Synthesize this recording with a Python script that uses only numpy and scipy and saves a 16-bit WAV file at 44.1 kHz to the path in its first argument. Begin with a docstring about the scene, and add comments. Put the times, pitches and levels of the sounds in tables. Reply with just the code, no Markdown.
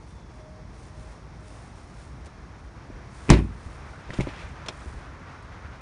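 """A low outdoor rumble and distant traffic, with trilling insects, a cooing dove and a small bird far off.
Someone walks on grass along a large parked car, rustling with each stride, and slams its front door:
the seal slaps, the latch cracks, and the impacts excite the modes of shell, trim and cabin air.
Then the rear door's handle is pulled, its latch lets go with a thud and the stay clicks as it swings open.
"""
import sys
import numpy as np
from scipy import signal
from scipy.fft import rfft, irfft, next_fast_len
from scipy.io import wavfile

SR = 44100
rng = np.random.default_rng(int(sys.argv[2]) if len(sys.argv) > 2 else 0)


def materialize(psi):
    """Save the field psi as 16-bit PCM at rate SR to the path in sys.argv[1].

    A 1-D psi becomes a single channel; in a 2-D psi each row is a channel.
    """
    bounded = np.clip(np.atleast_2d(psi).T, -1, 1)
    quanta = np.round(bounded * 32767).astype(np.int16)
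    wavfile.write(sys.argv[1], SR, quanta)


N = 256220
TIME = np.arange(N) / SR

# Noise spectra: frequency_hz, density_db (relative)
RUMBLE_SPECTRUM = [(20, -33), (35, -10.5), (58, 3), (85, -3), (140, -6), (200, -12.5), (320, -19),
                   (500, -43), (1000, -75)]
TRAFFIC_FRONT_SPECTRUM = [(150, -4), (370, 1.5), (500, -1.5), (800, -2), (1100, -3.5), (1500, -9.5),
                          (2100, -11), (2900, -19.5), (4200, -20), (5600, -19), (7500, -28), (10500, -34.5)]
TRAFFIC_REAR_SPECTRUM = [(150, -4), (330, -6.5), (550, -4), (760, -3.5), (950, -1), (1400, -0.5),
                         (2100, -7), (2900, -14.5), (4200, -20.5), (5600, -24.5), (7500, -31), (10500, -45)]
GRASS_SPECTRUM = [(300, -19), (1500, -0.5), (2200, 2), (3500, -1), (6000, -1), (9300, 0.5), (10500, -9.5)]
HEEL_SPECTRUM = [(25, -10), (60, 1.5), (90, -6), (150, -17), (400, -48), (1000, -70)]  # heel on soft ground
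TAP_SPECTRUM = [(100, -3), (330, 8), (700, -9), (2000, -52)]  # tap of the sole
SLIDE_SPECTRUM = [(200, 1), (600, 3.5), (1400, 1.5), (2400, 5), (4000, -6), (7000, -14), (11000, -34)]  # door rubbing on seal and hinge
SCRAPE_SPECTRUM = [(300, 11.5), (1300, 3.5), (3400, 3), (5600, -4), (7500, -5), (11000, -20)]  # steel scraping within each click
SLAP_SPECTRUM = [(100, -7), (300, 16), (600, -4.5), (1300, -12), (2500, -5), (3800, -20), (5500, -35),
                 (10000, -42)]  # rubber seal on the frame
PANEL_SPECTRUM = [(60, -13), (150, 5.5), (350, 9), (650, -12), (920, -3.5), (1350, -13), (1800, -8.5),
                  (2500, -8.5), (3100, -14), (4200, -15.5), (6000, -22), (10000, -33.5)]  # dense ring of panels and trim
LATCH_SPECTRUM = [(100, -13), (350, 8.5), (950, 6), (1400, -10), (1800, -5.5), (3500, -13), (5000, -8.5),
                  (8500, -3), (10500, -19.5)]  # steel latch on its striker

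# Decay times of the noise bursts: frequency_hz, t60_s
HEEL_DECAY = [(70, 0.47), (200, 0.13)]
TAP_DECAY = [(100, 0.088), (1000, 0.044)]
SCUFF_DECAY = [(1000, 0.092), (8000, 0.045)]
SCRAPE_DECAY = [(1000, 0.092), (8000, 0.048)]
SLAP_DECAY = [(200, 0.14), (4000, 0.078)]
PANEL_DECAY = [(60, 0.72), (200, 0.42), (500, 0.15), (1000, 0.21), (2300, 0.19), (5000, 0.12), (10000, .18)]
LATCH_DECAY = [(400, 0.03), (8000, 0.016)]

# Normal modes: frequency_hz, level_db, t60_s
THUD_MODES = [(57.6, -13, 0.52), (136, 2, 0.1), (175, -6, 0.062), (238, -17, 0.038)]  # rear door, low range
KNOCK_MODES = [(296, -8, 0.085), (360, -0.5, 0.041), (526, -4.5, 0.05), (587, -10.5, 0.044),
               (800, -16, 0.046), (974, -18.5, 0.054), (1340, -22, .03)]  # rear door, middle range
STAY_MODES = [(626, -13, 0.12), (1400, -10, 0.031), (2740, -7.5, 0.024), (3370, 2, 0.017),
              (3700, -9.5, .017), (4300, -9, .022), (5230, -5, 0.018), (5670, -11, 0.024)]  # steel door stay
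SHELL_MODES = [(120, -32, 0.13), (146, -1.5, .115), (175, -5.5, 0.093), (199, -17.5, 0.35),
               (234, -14, 0.16), (286, -21, 0.19), (320, -30, 0.077), (341.5, -19, 0.17), (387, -22, 0.18),
               (410, -24, 0.1), (445, -19.5, 0.12), (543, -24, 0.18), (590, -21.5, 0.19), (657, -22, 0.14),
               (737, -16.5, 0.083), (876, -20, 0.093), (994, -23, 0.078), (1003, -29, 0.14),
               (1108, -27, 0.072), (1847, -23, 0.1), (2120, -43, 0.15), (2400, -42, 0.14),
               (2504, -30, 0.28)]  # front door shell
CABIN_MODES = [(54.5, -6.5, 0.49), (92.8, -14, 0.44)]  # air and roof of the closed cabin

# Far traffic, louder once the car no longer shields it: time_s, level_db
TRAFFIC_LEVEL = [(0, -52.5), (1.0, -51), (2.7, -50.5), (3.75, -46.5), (5.81, -47)]
# How far the view past the rear of the car has opened: time_s, open_share
OPENNESS = [(0, 0), (1.2, 0.15), (3.5, 0.51), (5.0, 0.75)]
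# Insects in the grass: pitch_hz, width_hz, level_db
INSECT_BANDS = [(5380, 100, -77), (5770, 110, -78), (6470, 100, -80)]
# Three high whistles and three low coos: start_s, length_s, from_hz, to_hz, level_db
BIRD_NOTES = [(.07, 0.088, 3550, 3565, -68.5), (0.127, 0.19, 3530, 3385, -69), (.32, 0.17, 3465, 3440, -71),
              (0.313, 0.35, 624, 618, -50), (0.888, 0.25, 619, 624, -55.5), (1.344, 0.27, 623, 622, -55)]
# Grass and clothes brush with each stride or reach: start_s, hold_s, level_db
STRIDES = [(.04, 0.062, -65), (.30, 0.097, -67.5), (.74, 0.13, -62), (.95, 0.17, -63), (1.41, .24, -60),
           (1.70, 0.21, -66), (1.95, 0.091, -59), (3.13, 0.26, -55), (3.54, 0.2, -61), (3.88, 0.062, -62.5),
           (4.12, 0.092, -56), (4.34, 0.12, -62), (4.72, 0.23, -59)]
# Shoes meet the ground: start_s, heel_db, tap_db, scuff_db
FOOTFALLS = [(.975, -41, -56, -66), (.995, -52, -52, -56), (2.247, -60, -62, -57), (2.258, -60, -58, -50),
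             (2.265, -52, -39.5, -51.5), (2.9, -56, -37, -77), (2.924, -38, -48, -76),
             (3.661, -32, -73, -76), (4.438, -32, -51, -70), (4.86, -34, -43, -72),
             (4.935, -35.5, -48, -64), (5.425, -48, -60, -59)]
# The plastic handle meets its stops: start_s, level_db, pitch_hz
HANDLE_STOPS = [(4.1055, -25, 1900), (4.1340, -31.5, 1400), (4.199, -30.5, 2220), (4.2076, -23.5, 2210),
                (4.2090, -29, 2610)]
# Contacts of the rear latch and stay: start_s, thud_db, knock_db, steel_db, scrape_db
REAR_CONTACTS = [(4.0938, -37, -40, -67, -62), (4.1037, -30, -38, -60, -48), (4.135, -48, -35, -54, -40),
                 (4.1393, -50, -50, -45, -37), (4.1880, -44, -26.5, -65, -51), (4.1909, -15, -45, -64, -57),
                 (4.2024, -31, -25, -55, -47), (4.2072, -22.5, -34, -48, -30.5),
                 (4.237, -34, -39, -53, -48), (4.2713, -34, -25.5, -60, -62),
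                 (4.2892, -44, -36.5, -57, -56), (4.6617, -58, -62, -49, -37.5),
                 (4.6842, -51, -42, -35, -32.5), (4.6859, -54, -48, -24.5, -47),
                 (4.6899, -40, -48, -34, -35)]
# The rear door slides off its seal, then on its hinge: start_s, hold_s, level_db
REAR_SLIDES = [(4.08, 0.35, -47.5), (4.66, 0.098, -59)]
# Contacts of the slammed door: start_s, push_db, slap_db, clatter_db, crack_db
SLAM_CONTACTS = [(3.2856, -32, -34, -55, -60), (3.2923, -25, -16.5, -45, -52), (3.3003, -39, -23, -33, -19),
                 (3.3021, -43, -26, -14.5, -6), (3.3038, 0, -28, -17, -16), (3.309, -28, -30, -18.5, -26),
                 (3.333, -19, -32, -19.5, -33), (3.372, -21.5, -29, -30.5, -41),
                 (3.3895, -19, -30, -42, -47)]
# Hollows in the microphone's response: centre_hz, width_hz, depth_db
MIC_DIPS = [(2870, 220, -2.5), (7760, 1400, -3)]


def from_db(db):
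    """Amplitude grows tenfold for every 20 dB."""
    return 10 ** (np.asarray(db) / 20)


def unit_power(x):
    """Dividing a signal by its RMS value gives it unit power."""
    return x / np.sqrt(np.mean(x ** 2) + 1e-20)


def at_hz(table, hz):
    """Interpolation on a logarithmic frequency axis."""
    table_hz, values = np.transpose(table)
    return np.interp(np.log(hz), np.log(table_hz), values)


def drift(corner_hz):
    """Low-passed noise is a slow random fluctuation, here of unit spread."""
    hop, settling = 40, 2000
    pole = np.exp(-2 * np.pi * corner_hz * hop / SR)
    white = rng.standard_normal(N // hop + settling + 2)
    slow = signal.lfilter([1], [1, -2 * pole, pole * pole], white)[settling:]
    return np.interp(np.arange(N) / hop, np.arange(len(slow)), unit_power(slow))


def coloured_noise(spectrum, size):
    """Spectral weighting colours white noise; the result has unit power."""
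    padded = next_fast_len(size)
    hz = np.fft.rfftfreq(padded, 1 / SR)
    gain = from_db(at_hz(spectrum, np.maximum(hz, 1))) * (hz > 20) * (hz < SR / 4)
    white = rfft(rng.standard_normal(padded))
    return unit_power(irfft(white * gain, padded)[:size])


def wavering_noise(spectrum, waver_db):
    """Slow amplitude modulation makes a steady noise waver."""
    return unit_power(coloured_noise(spectrum, N) * from_db(waver_db * drift(9.7)))


def swells(rows, attack_s, release_s):
    """Envelope of rubbing movements that rise, hold and decay; incoherent sources add in power."""
    power = np.zeros(N)
    for start, hold, level_db in rows:
        rise = np.clip((TIME - start) / attack_s + .5, 0, 1)
        fall = np.exp(-np.maximum(TIME - start - hold, 0) / release_s)
        power += (from_db(level_db) * rise * fall) ** 2
    return np.sqrt(power)


def bursts(start_s, levels_db, spectrum, decay):
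    """Modal overlap: a blow excites countless close modes, heard as noise decaying octave by octave."""
    onsets = np.round(np.array(start_s) * SR).astype(int)
    first = onsets.min()
    size = next_fast_len(onsets.max() - first + SR // 2)
    blows = np.zeros(size)
    blows[onsets - first] = from_db(levels_db) ** 2
    noise, hz = rfft(coloured_noise(spectrum, size)), np.fft.rfftfreq(size, 1 / SR)
    octaves_hz = 70 * 2. ** np.arange(8)
    out = np.zeros(N + size)
    for centre in octaves_hz:
        band = irfft(noise * np.interp(hz, octaves_hz, octaves_hz == centre), size)
        retained = np.exp(-2 * np.log(1000) / (at_hz(decay, centre) * SR))
        energy = signal.lfilter([1], [1, -retained], blows + 1e-18)
        out[first:first + size] += band * np.sqrt(energy)
    return out[:N]


def struck(start_s, levels_db, modes, spread_db):
    """Modal superposition: each blow rings every mode as a damped sinusoid of scattered strength."""
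    out, onsets = np.zeros(N), np.round(np.array(start_s) * SR).astype(int)
    for hz, mode_db, t60 in modes:
        scatter_db = spread_db * rng.standard_normal(len(onsets))
        blows = np.zeros(N)
        blows[onsets] = from_db(np.array(levels_db) + mode_db + scatter_db)
        radius, angle = np.exp(-np.log(1000) / (t60 * SR)), 2 * np.pi * hz / SR
        out += signal.lfilter([0, np.sin(angle)], [1, -2 * radius * np.cos(angle), radius ** 2], blows + 1e-18)
    return out


def softened(x, corner_hz):
    """A compliant contact acts as a low-pass filter."""
    return signal.sosfilt(signal.butter(2, corner_hz, fs=SR, output="sos"), x + 1e-18)


def rumble_and_traffic():
    """Acoustic shadow: over a low rumble, far tyre noise grows as the car ceases to shield it."""
    traffic_db = np.interp(TIME, *np.transpose(TRAFFIC_LEVEL))
    openness = np.interp(TIME, *np.transpose(OPENNESS))
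    front = np.sqrt(1 - openness) * wavering_noise(TRAFFIC_FRONT_SPECTRUM, waver_db=0.7)
    rear = np.sqrt(openness) * wavering_noise(TRAFFIC_REAR_SPECTRUM, waver_db=1.3)
    rumble = from_db(-44) * wavering_noise(RUMBLE_SPECTRUM, waver_db=1.04)
    return rumble + from_db(traffic_db) * (front + rear)


def insects():
    """Thin steady trills, blurred by distance into narrow-band noise."""
    out = np.zeros(N)
    for hz, width_hz, level_db in INSECT_BANDS:
        resonance = signal.iirpeak(hz, hz / width_hz, fs=SR)
        out += from_db(level_db) * unit_power(signal.lfilter(*resonance, rng.standard_normal(N)))
    return out


def birds():
    """Nearly pure gliding tones, modulated in pitch and level on their long path."""
    out, waver = np.zeros(N), 1 + 0.0037 * drift(7.2)
    for start, length, from_hz, to_hz, level_db in BIRD_NOTES:
        progress = np.clip((TIME - start) / length, 0, 1)
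        hz = (from_hz + (to_hz - from_hz) * progress) * waver
        envelope = from_db(level_db) * np.sqrt(np.abs(np.sin(np.pi * progress)))
        out += envelope * np.sin(2 * np.pi * np.cumsum(hz) / SR)
    return out * from_db(drift(12))


def walker():
    """Friction of grass and clothes gives grainy noise; soft ground cushions the impact of each step."""
    between_strides_db, grain_db = -72.5, 2
    brushing = np.hypot(from_db(between_strides_db), swells(STRIDES, attack_s=.11, release_s=0.084))
    blades = wavering_noise(GRASS_SPECTRUM, waver_db=0.7) * from_db(grain_db * drift(150))
    start_s, heel_db, tap_db, scuff_db = np.transpose(FOOTFALLS)
    heels = softened(bursts(start_s, heel_db, HEEL_SPECTRUM, HEEL_DECAY), corner_hz=220)
    taps = softened(bursts(start_s, tap_db, TAP_SPECTRUM, TAP_DECAY), corner_hz=900)
    scuffs = bursts(start_s, scuff_db, GRASS_SPECTRUM, SCUFF_DECAY)
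    return brushing * unit_power(blades) + heels + taps + scuffs


def rear_door():
    """Impacts of handle, latch and stay set off free vibration; seal and hinge add friction noise."""
    start_s, thud_db, knock_db, steel_db, scrape_db = np.transpose(REAR_CONTACTS)
    handle_t60_s = 0.012
    handle = sum(struck([when], [level_db], [(hz, 0, handle_t60_s)], spread_db=0.5)
                 for when, level_db, hz in HANDLE_STOPS)
    thud = struck(start_s, thud_db, THUD_MODES, spread_db=1.7)
    knock = struck(start_s, knock_db, KNOCK_MODES, spread_db=3.5)
    stay = struck(start_s, steel_db, STAY_MODES, spread_db=1.2)
    scrape = bursts(start_s, scrape_db, SCRAPE_SPECTRUM, SCRAPE_DECAY)
    rubbing = swells(REAR_SLIDES, attack_s=0.2, release_s=0.068) * from_db(1.7 * drift(70))
    sliding = rubbing * wavering_noise(SLIDE_SPECTRUM, waver_db=1.5)
    return handle + stay + scrape + sliding - thud - knock


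def front_door_slam():
    """Impulse excitation: seal contact, two latch catches and the rebound ring shell, trim and cabin."""
    start_s, push_db, slap_db, clatter_db, crack_db = np.transpose(SLAM_CONTACTS)
    cabin_lag_s = 0.0116  # the cabin answers once the door has sunk into its seal
    shell = struck(start_s, push_db, SHELL_MODES, spread_db=2.0)
    boom = struck(start_s + cabin_lag_s, push_db, CABIN_MODES, spread_db=0.0)
    seal = bursts(start_s, slap_db, SLAP_SPECTRUM, SLAP_DECAY)
    panels = bursts(start_s, clatter_db, PANEL_SPECTRUM, PANEL_DECAY)
    latch = bursts(start_s, crack_db, LATCH_SPECTRUM, LATCH_DECAY)
    # the skin moves inwards first, so the pressure outside starts with a dip
    return seal + panels + latch - shell - boom


def scene():
    """Superposition: the pressures of all sources add at one point."""
    return (front_door_slam() + rear_door() + walker() + rumble_and_traffic() + birds() + insects())[None]


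def gain_control(x):
    """Compression: a peak above the threshold turns the gain down, and it recovers at a steady rate."""
    threshold_db, slope, attack_s, recovery_db_per_s = -9, 0.33, 0.086, 13.5
    cut_db = slope * np.maximum(20 * np.log10(np.abs(x) + 1e-9) - threshold_db, 0)
    recovery_db = recovery_db_per_s * TIME
    held_db = np.maximum.accumulate(cut_db + recovery_db, axis=-1) - recovery_db
    pole = np.exp(-1 / (attack_s * SR))
    return x * from_db(-signal.lfilter([1 - pole], [1, -pole], held_db))


def record(dry):
    """Microphone notches colour the treble; compression, soft saturation and a low-pass follow."""
    ceiling, cutoff_hz = .85, 10400
    for hz, width_hz, depth_db in MIC_DIPS:
        band = signal.lfilter(*signal.iirpeak(hz, hz / width_hz, fs=SR), dry)
        dry = dry - (1 - from_db(depth_db)) * band
    ducked = gain_control(dry)
    rounded = ducked / (1 + (ducked / ceiling) ** 6) ** (1 / 6)
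    return signal.sosfilt(signal.ellip(10, .2, 80, cutoff_hz, fs=SR, output="sos"), rounded)


dry = scene()
out = record(dry)
materialize(out)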